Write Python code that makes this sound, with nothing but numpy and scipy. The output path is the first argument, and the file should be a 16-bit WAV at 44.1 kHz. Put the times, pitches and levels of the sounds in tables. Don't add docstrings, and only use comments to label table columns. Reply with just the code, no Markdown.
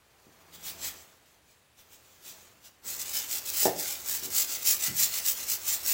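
import sys
import numpy as np
from scipy import signal
from scipy.fft import rfft, irfft
from scipy.io import wavfile
from scipy.ndimage import uniform_filter1d

SR = 44100
rng = np.random.default_rng(int(sys.argv[2]) if len(sys.argv) > 2 else 0)


def store_wav(level_fs):
    pcm = np.round(np.clip(np.atleast_2d(level_fs), -1, 1) * 32767)
    wavfile.write(sys.argv[1], SR, pcm.T.astype(np.int16))


N = 261807

# frequency in Hz, relative
# level in dB.
AIR_SPECTRUM = [(25, -12), (42, -4), (72, 5.5), (130, 2.5), (200, -3.5), (460, -1.5), (2500, -6),
                (5000, -13.5), (7300, -20), (9000, -13), (12500, -18.5), (15500, -23)]
WALL_SPECTRUM = [(100, 3), (600, 1.5), (2500, 0.5), (5000, -5), (8000, -25), (10000, -8), (15000, -1.5)]
SWISH_SPECTRUM = [(200, -10), (1000, -11), (2000, -4), (3200, -0.5), (4800, -0.5), (6500, 1.5), (7700, 1),
                  (9000, -8), (11500, -7), (13500, -5.5), (15600, -0.5)]
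SHUFFLE_SPECTRUM = [(25, -6), (45, -5), (70, 2.5), (95, 0), (130, -5.5), (250, 0), (600, -1), (1200, -2.5),
                    (2500, -7.5), (6000, -29.5)]
KNOCK_SPECTRUM = [(40, -16), (85, 5), (160, 1.5), (270, 1.5), (450, 2.5), (880, 4.5), (1100, -10),
                  (1400, -2.5), (1850, 21), (2400, 9), (4000, -21)]
BRISTLE_SPECTRUM = [(100, -27), (500, -19), (1100, -14), (1800, -9.5), (2400, -6), (3300, -6.5),
                    (5000, -2.5), (6800, -0.9), (7800, 0.55), (8700, -7.5), (10500, -8), (13000, -6.5),
                    (15600, -1.5)]
# frequency in Hz, time to decay by 60 dB in seconds.
ROOM_T60 = [(150, 0.54), (700, 0.43), (2000, .36), (8000, 0.32), (15000, .28)]
# time of the peak in seconds, half length in seconds, level in dB.
HUM_SWELLS = [(.68, 0.15, -62.5)]
# time in seconds, relative level in dB.
BODY_MOTION = [(0.0, -79), (0.33, -66), (0.86, -56), (1.23, -72.5), (1.76, -88), (1.79, -70), (2.21, -70.5),
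               (2.27, -61.5), (2.8, -75)]
# centre in seconds, half length in seconds, relative level in dB.
CLOTH_SWEEPS = [(.55, 0.014, -49), (.68, 0.029, -39.5), (.858, 0.029, -36.5), (.99, 0.046, -54),
                (1.29, .04, -66), (1.505, .025, -63.5), (1.8, .018, -56.5), (1.94, 0.024, -54),
                (2.09, 0.08, -62), (2.285, 0.031, -46), (2.4, 0.061, -56.5), (2.662, 0.018, -50.5)]
# time in seconds, relative peak in dB, pitch in Hz (lower is softer).
KNOCKS = [(0.269, -49.5, 250), (0.287, -72, 297), (3.628, -30.5, 544), (3.6565, -8.5, 552),
          (4.228, -41, 300), (4.254, -41, 219), (4.275, -39.5, 344), (4.884, -36, 151), (4.913, -36.5, 180)]
# frequency in Hz, relative level in dB, time to decay by 60 dB in seconds.
CASTING_MODES = [(137.9, 2.5, 0.34), (174, 1, 0.24), (242, 3, 0.32), (280.3, 2, 0.38), (300, 5.5, 0.23),
                 (355.3, 8, 0.26), (393, 0, 0.21), (450, -17, .25), (570, -7, .2), (650, -6, .2),
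                 (718, 0, .17), (871, 8.5, 0.093)]
# delay in seconds, gain in dB.
KNOCK_PATHS = [(0, -3), (.005, -5), (.013, -4.5), (0.0236, -3.5), (.0307, -21.5)]
# start in seconds, relative peak in dB.
SNAPS = [(3.5019, -14), (4.1124, -15), (4.3505, -12), (4.6618, -12), (5.2634, -14), (5.5014, -13),
         (5.688, -11), (5.8631, -12), (5.8814, -12), (5.8974, -12)]
# time of fastest travel in seconds, half length in seconds,
# relative level in dB, whether the bristles meet the iron with their "tips" or lie "flat".
STROKES = [(2.893, .022, -35, "tips"), (2.945, 0.03, -37, "tips"), (3.011, 0.018, -32.5, "tips"),
           (3.092, .032, -38, "flat"), (3.17, 0.026, -27.5, "tips"), (3.23, 0.022, -36.5, "flat"),
           (3.348, .034, -29, "tips"), (3.485, 0.022, -32.5, "tips"), (3.571, 0.033, -30.5, "flat"),
           (3.636, 0.033, -23.5, "tips"), (3.816, 0.028, -31, "tips"), (3.892, 0.058, -33, "flat"),
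           (4.131, 0.046, -30, "tips"), (4.249, 0.016, -32.5, "flat"), (4.39, 0.036, -23.5, "tips"),
           (4.534, 0.034, -31.5, "flat"), (4.705, 0.032, -20.5, "tips"), (4.858, 0.03, -26.5, "flat"),
           (5.021, 0.032, -21, "tips"), (5.168, 0.031, -29.5, "flat"), (5.291, .026, -24.5, "tips"),
           (5.411, 0.036, -34, "flat"), (5.522, 0.027, -26, "tips"), (5.715, 0.037, -25.5, "tips"),
           (5.904, 0.034, -24.5, "tips")]

STROKE_LEAN, STROKE_EDGE = 0.072, 4.64
MEDIUM_STROKE_DB = -30.5


def from_db(db):
    return 10 ** (np.asarray(db) / 20)


def unit_rms(x):
    return x / np.sqrt(np.mean(x ** 2) + 1e-20)


def at_hz(points, hz):
    known_hz, values = np.transpose(points)
    return np.interp(np.log(np.maximum(hz, 1)), np.log(known_hz), values)


def drift(rate_hz):
    pole = np.exp(-2 * np.pi * rate_hz / SR)
    return unit_rms(signal.lfilter([1], [1, -2 * pole, pole * pole], rng.standard_normal(N + SR))[SR:])


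def zero_phase(x, order, hz, kind="low"):
    return signal.sosfiltfilt(signal.butter(order, hz, kind, fs=SR, output="sos"), x)


def colour(x, spectrum, size=4096):
    cepstrum = irfft(np.log(from_db(at_hz(spectrum, np.linspace(0, SR / 2, size // 2 + 1)))))
    cepstrum[1:size // 2] *= 2
    cepstrum[size // 2 + 1:] = 0
    pulse = irfft(np.exp(rfft(cepstrum)))
    return signal.fftconvolve(x, pulse / np.linalg.norm(pulse))[:len(x)]


def slips(per_s, spread_db):
    sizes = from_db(spread_db * np.minimum(rng.exponential(1, N), 5))
    return unit_rms(sizes * rng.choice([-1, 1], N) * (rng.random(N) < per_s / SR))


def wander(x, depth_db, width_hz, hold_s):
    hz, s, spectra = signal.stft(x, SR, nperseg=1024)
    field = uniform_filter1d(rng.standard_normal(spectra.shape), max(round(width_hz / hz[1]), 1), axis=0)
    field = unit_rms(uniform_filter1d(field, max(round(hold_s / s[1]), 1), axis=1))
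    return signal.istft(spectra * unit_rms(from_db(depth_db * field)), SR)[1][:N]


def swells(rows, lean, edge):
    t, power = np.arange(N) / SR, 0
    for s, half_s, db, *_ in rows:
        away = np.abs(t - s) / (half_s * (1 + lean * np.sign(s - t)))
        power = power + from_db(db) ** 2 / (1 + away ** edge)
    return np.sqrt(power)


def contact(touch_s=2.846, landing_s=0.0093):
    return np.sqrt((1 + np.tanh((np.arange(N) / SR - touch_s) / landing_s)) / 2)


def travel_db(turning_db=-47.5):
    return 20 * np.log10(np.hypot(swells(STROKES, STROKE_LEAN, STROKE_EDGE), from_db(turning_db)))


def air(level_db=-65.5):
    return from_db(level_db) * colour(rng.standard_normal(N), AIR_SPECTRUM)


def workshop(first_wall_s=0.0037):
    age, bin_hz = np.arange(SR) / SR, np.arange(SR // 2 + 1)
    echoes = rfft(rng.standard_normal(SR))
    edges, tail = np.geomspace(30, SR / 2, num=11), 0
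    for low, high in zip(edges, edges[1:]):
        band = irfft(echoes * ((bin_hz >= low) & (bin_hz < high)), SR)
        tail = tail + band * from_db(-60 * age / at_hz(ROOM_T60, np.sqrt(low * high)))
    tail = tail * (age > first_wall_s)
    return colour(tail / np.linalg.norm(tail), WALL_SPECTRUM)


def hum(hz=167.0, waver=0.0091):
    phase = 2 * np.pi * np.cumsum(hz * (1 + waver * drift(10))) / SR
    return swells(HUM_SWELLS, lean=0.089, edge=7.0) * np.sin(phase)


def clothes(swish_db=1.5, shuffle_db=1.5, creep_db=-68, arm_db=-56):
    motion_db = np.interp(np.arange(N) / SR, *np.transpose(BODY_MOTION))
    scrubbing = contact()
    swing_db = motion_db - np.mean(BODY_MOTION, axis=0)[1]
    creep = from_db(creep_db + 0.38 * swing_db + 1.5 * drift(24))
    sweeps = swells(CLOTH_SWEEPS, lean=-0.035, edge=3.6)
    sliding = from_db(swish_db) * np.hypot(sweeps, creep) * (1 - scrubbing)
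    fibres = slips(per_s=16000, spread_db=1.8) * from_db(.6 * drift(60))
    fibres = wander(fibres, depth_db=2.6, width_hz=220, hold_s=.09)
    swish = sliding * colour(fibres, SWISH_SPECTRUM)
    hiss = np.sqrt(sliding / sliding.max()) * zero_phase(swish, order=2, hz=9000, kind="high")
    body = from_db(motion_db + shuffle_db)
    arm = scrubbing * from_db(arm_db + 0.086 * (travel_db() - MEDIUM_STROKE_DB))
    return swish + hiss + (body + arm) * colour(rng.standard_normal(N), SHUFFLE_SPECTRUM)


def knocks(ring_db=-19.0):
    t, age, blows = np.arange(N) / SR, np.arange(SR // 2) / SR, 0
    for s, db, hz in KNOCKS:
        force = 1 - np.tanh(np.pi * hz * (t - s)) ** 2
        blows = blows + from_db(db) * force * (3 * force - 2)
    thuds = colour(blows, KNOCK_SPECTRUM)
    thuds = thuds * np.abs(blows).max() / np.abs(thuds).max()
    modes = sum(from_db(db - 60 * age / t60) * np.cos(2 * np.pi * hz * age)
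                for hz, db, t60 in CASTING_MODES)
    ring = signal.fftconvolve(thuds, modes / np.linalg.norm(modes))[:N]
    arrivals = sum(from_db(db) * np.interp(t - delay, t, thuds) for delay, db in KNOCK_PATHS)
    return from_db(ring_db) * ring + arrivals


def iron_reflection(direct, delay_s=0.001412, sway=0.065, echo_db=-11.5):
    t = np.arange(N) / SR
    mirrored = zero_phase(direct, order=1, hz=3500)
    lag_s = delay_s * (1 + sway * drift(2.6))
    return direct + from_db(echo_db) * np.interp(t - lag_s, t, mirrored)


def snaps(decay_s=0.00025, gain_db=-0.5):
    out, age = np.zeros(N), np.arange(SR // 100) / SR
    for s, db in SNAPS:
        flicks = rng.standard_normal(len(age)) * np.exp(-age / decay_s)
        burst = record(colour(np.diff(flicks, prepend=0), BRISTLE_SPECTRUM))
        start = round(s * SR)
        out[start:start + len(age)] += from_db(db + gain_db) * burst / np.abs(burst).max()
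    return out


def brush(rub_db=-1.5, flick_db=-3.0, bunching_db=1.5, gain_db=0.93, flat_rasp_db=4.0):
    speed_db, touching = travel_db(), contact()
    speed = from_db(speed_db) * touching
    pace = speed / speed.max()
    flicks = slips(per_s=500 + 9000 * pace, spread_db=3.0) / np.sqrt(.05 + pace)
    flicks = signal.lfilter([1, -.7], [1], flicks)
    flicks = flicks / np.std(flicks[touching ** 2 > .5])
    friction = from_db(rub_db) * rng.standard_normal(N) + from_db(flick_db) * flicks
    friction = friction * from_db(bunching_db * drift(128))
    friction = wander(friction, depth_db=2.4, width_hz=200, hold_s=.07)
    scrub = from_db(gain_db) * speed * colour(friction, BRISTLE_SPECTRUM)
    flat_strokes = [row for row in STROKES if row[3] == "flat"]
    flatness = swells(flat_strokes, STROKE_LEAN, STROKE_EDGE) / from_db(speed_db)
    shelf_db = -3.5 - 0.22 * (speed_db - MEDIUM_STROKE_DB) + flat_rasp_db * flatness ** 2
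    rasp = zero_phase(scrub, order=2, hz=4500)
    return scrub + (from_db(shelf_db) - 1) * rasp


def scene(brush_room_db=-9.0, knock_room_db=-10.0, cloth_room_db=-11.5):
    scrub = iron_reflection(brush() + snaps())
    thuds, rustle = knocks(), clothes()
    sent = from_db(brush_room_db) * scrub + from_db(knock_room_db) * thuds
    sent = sent + from_db(cloth_room_db) * rustle
    reverberation = signal.fftconvolve(sent, workshop())[:N]
    return (air() + hum() + reverberation + rustle + thuds + scrub)[None]


def record(dry, cutoff_hz=15800):
    return signal.sosfilt(signal.ellip(12, .1, 80, cutoff_hz, fs=SR, output="sos"), dry)


dry = scene()
out = record(dry)
store_wav(out)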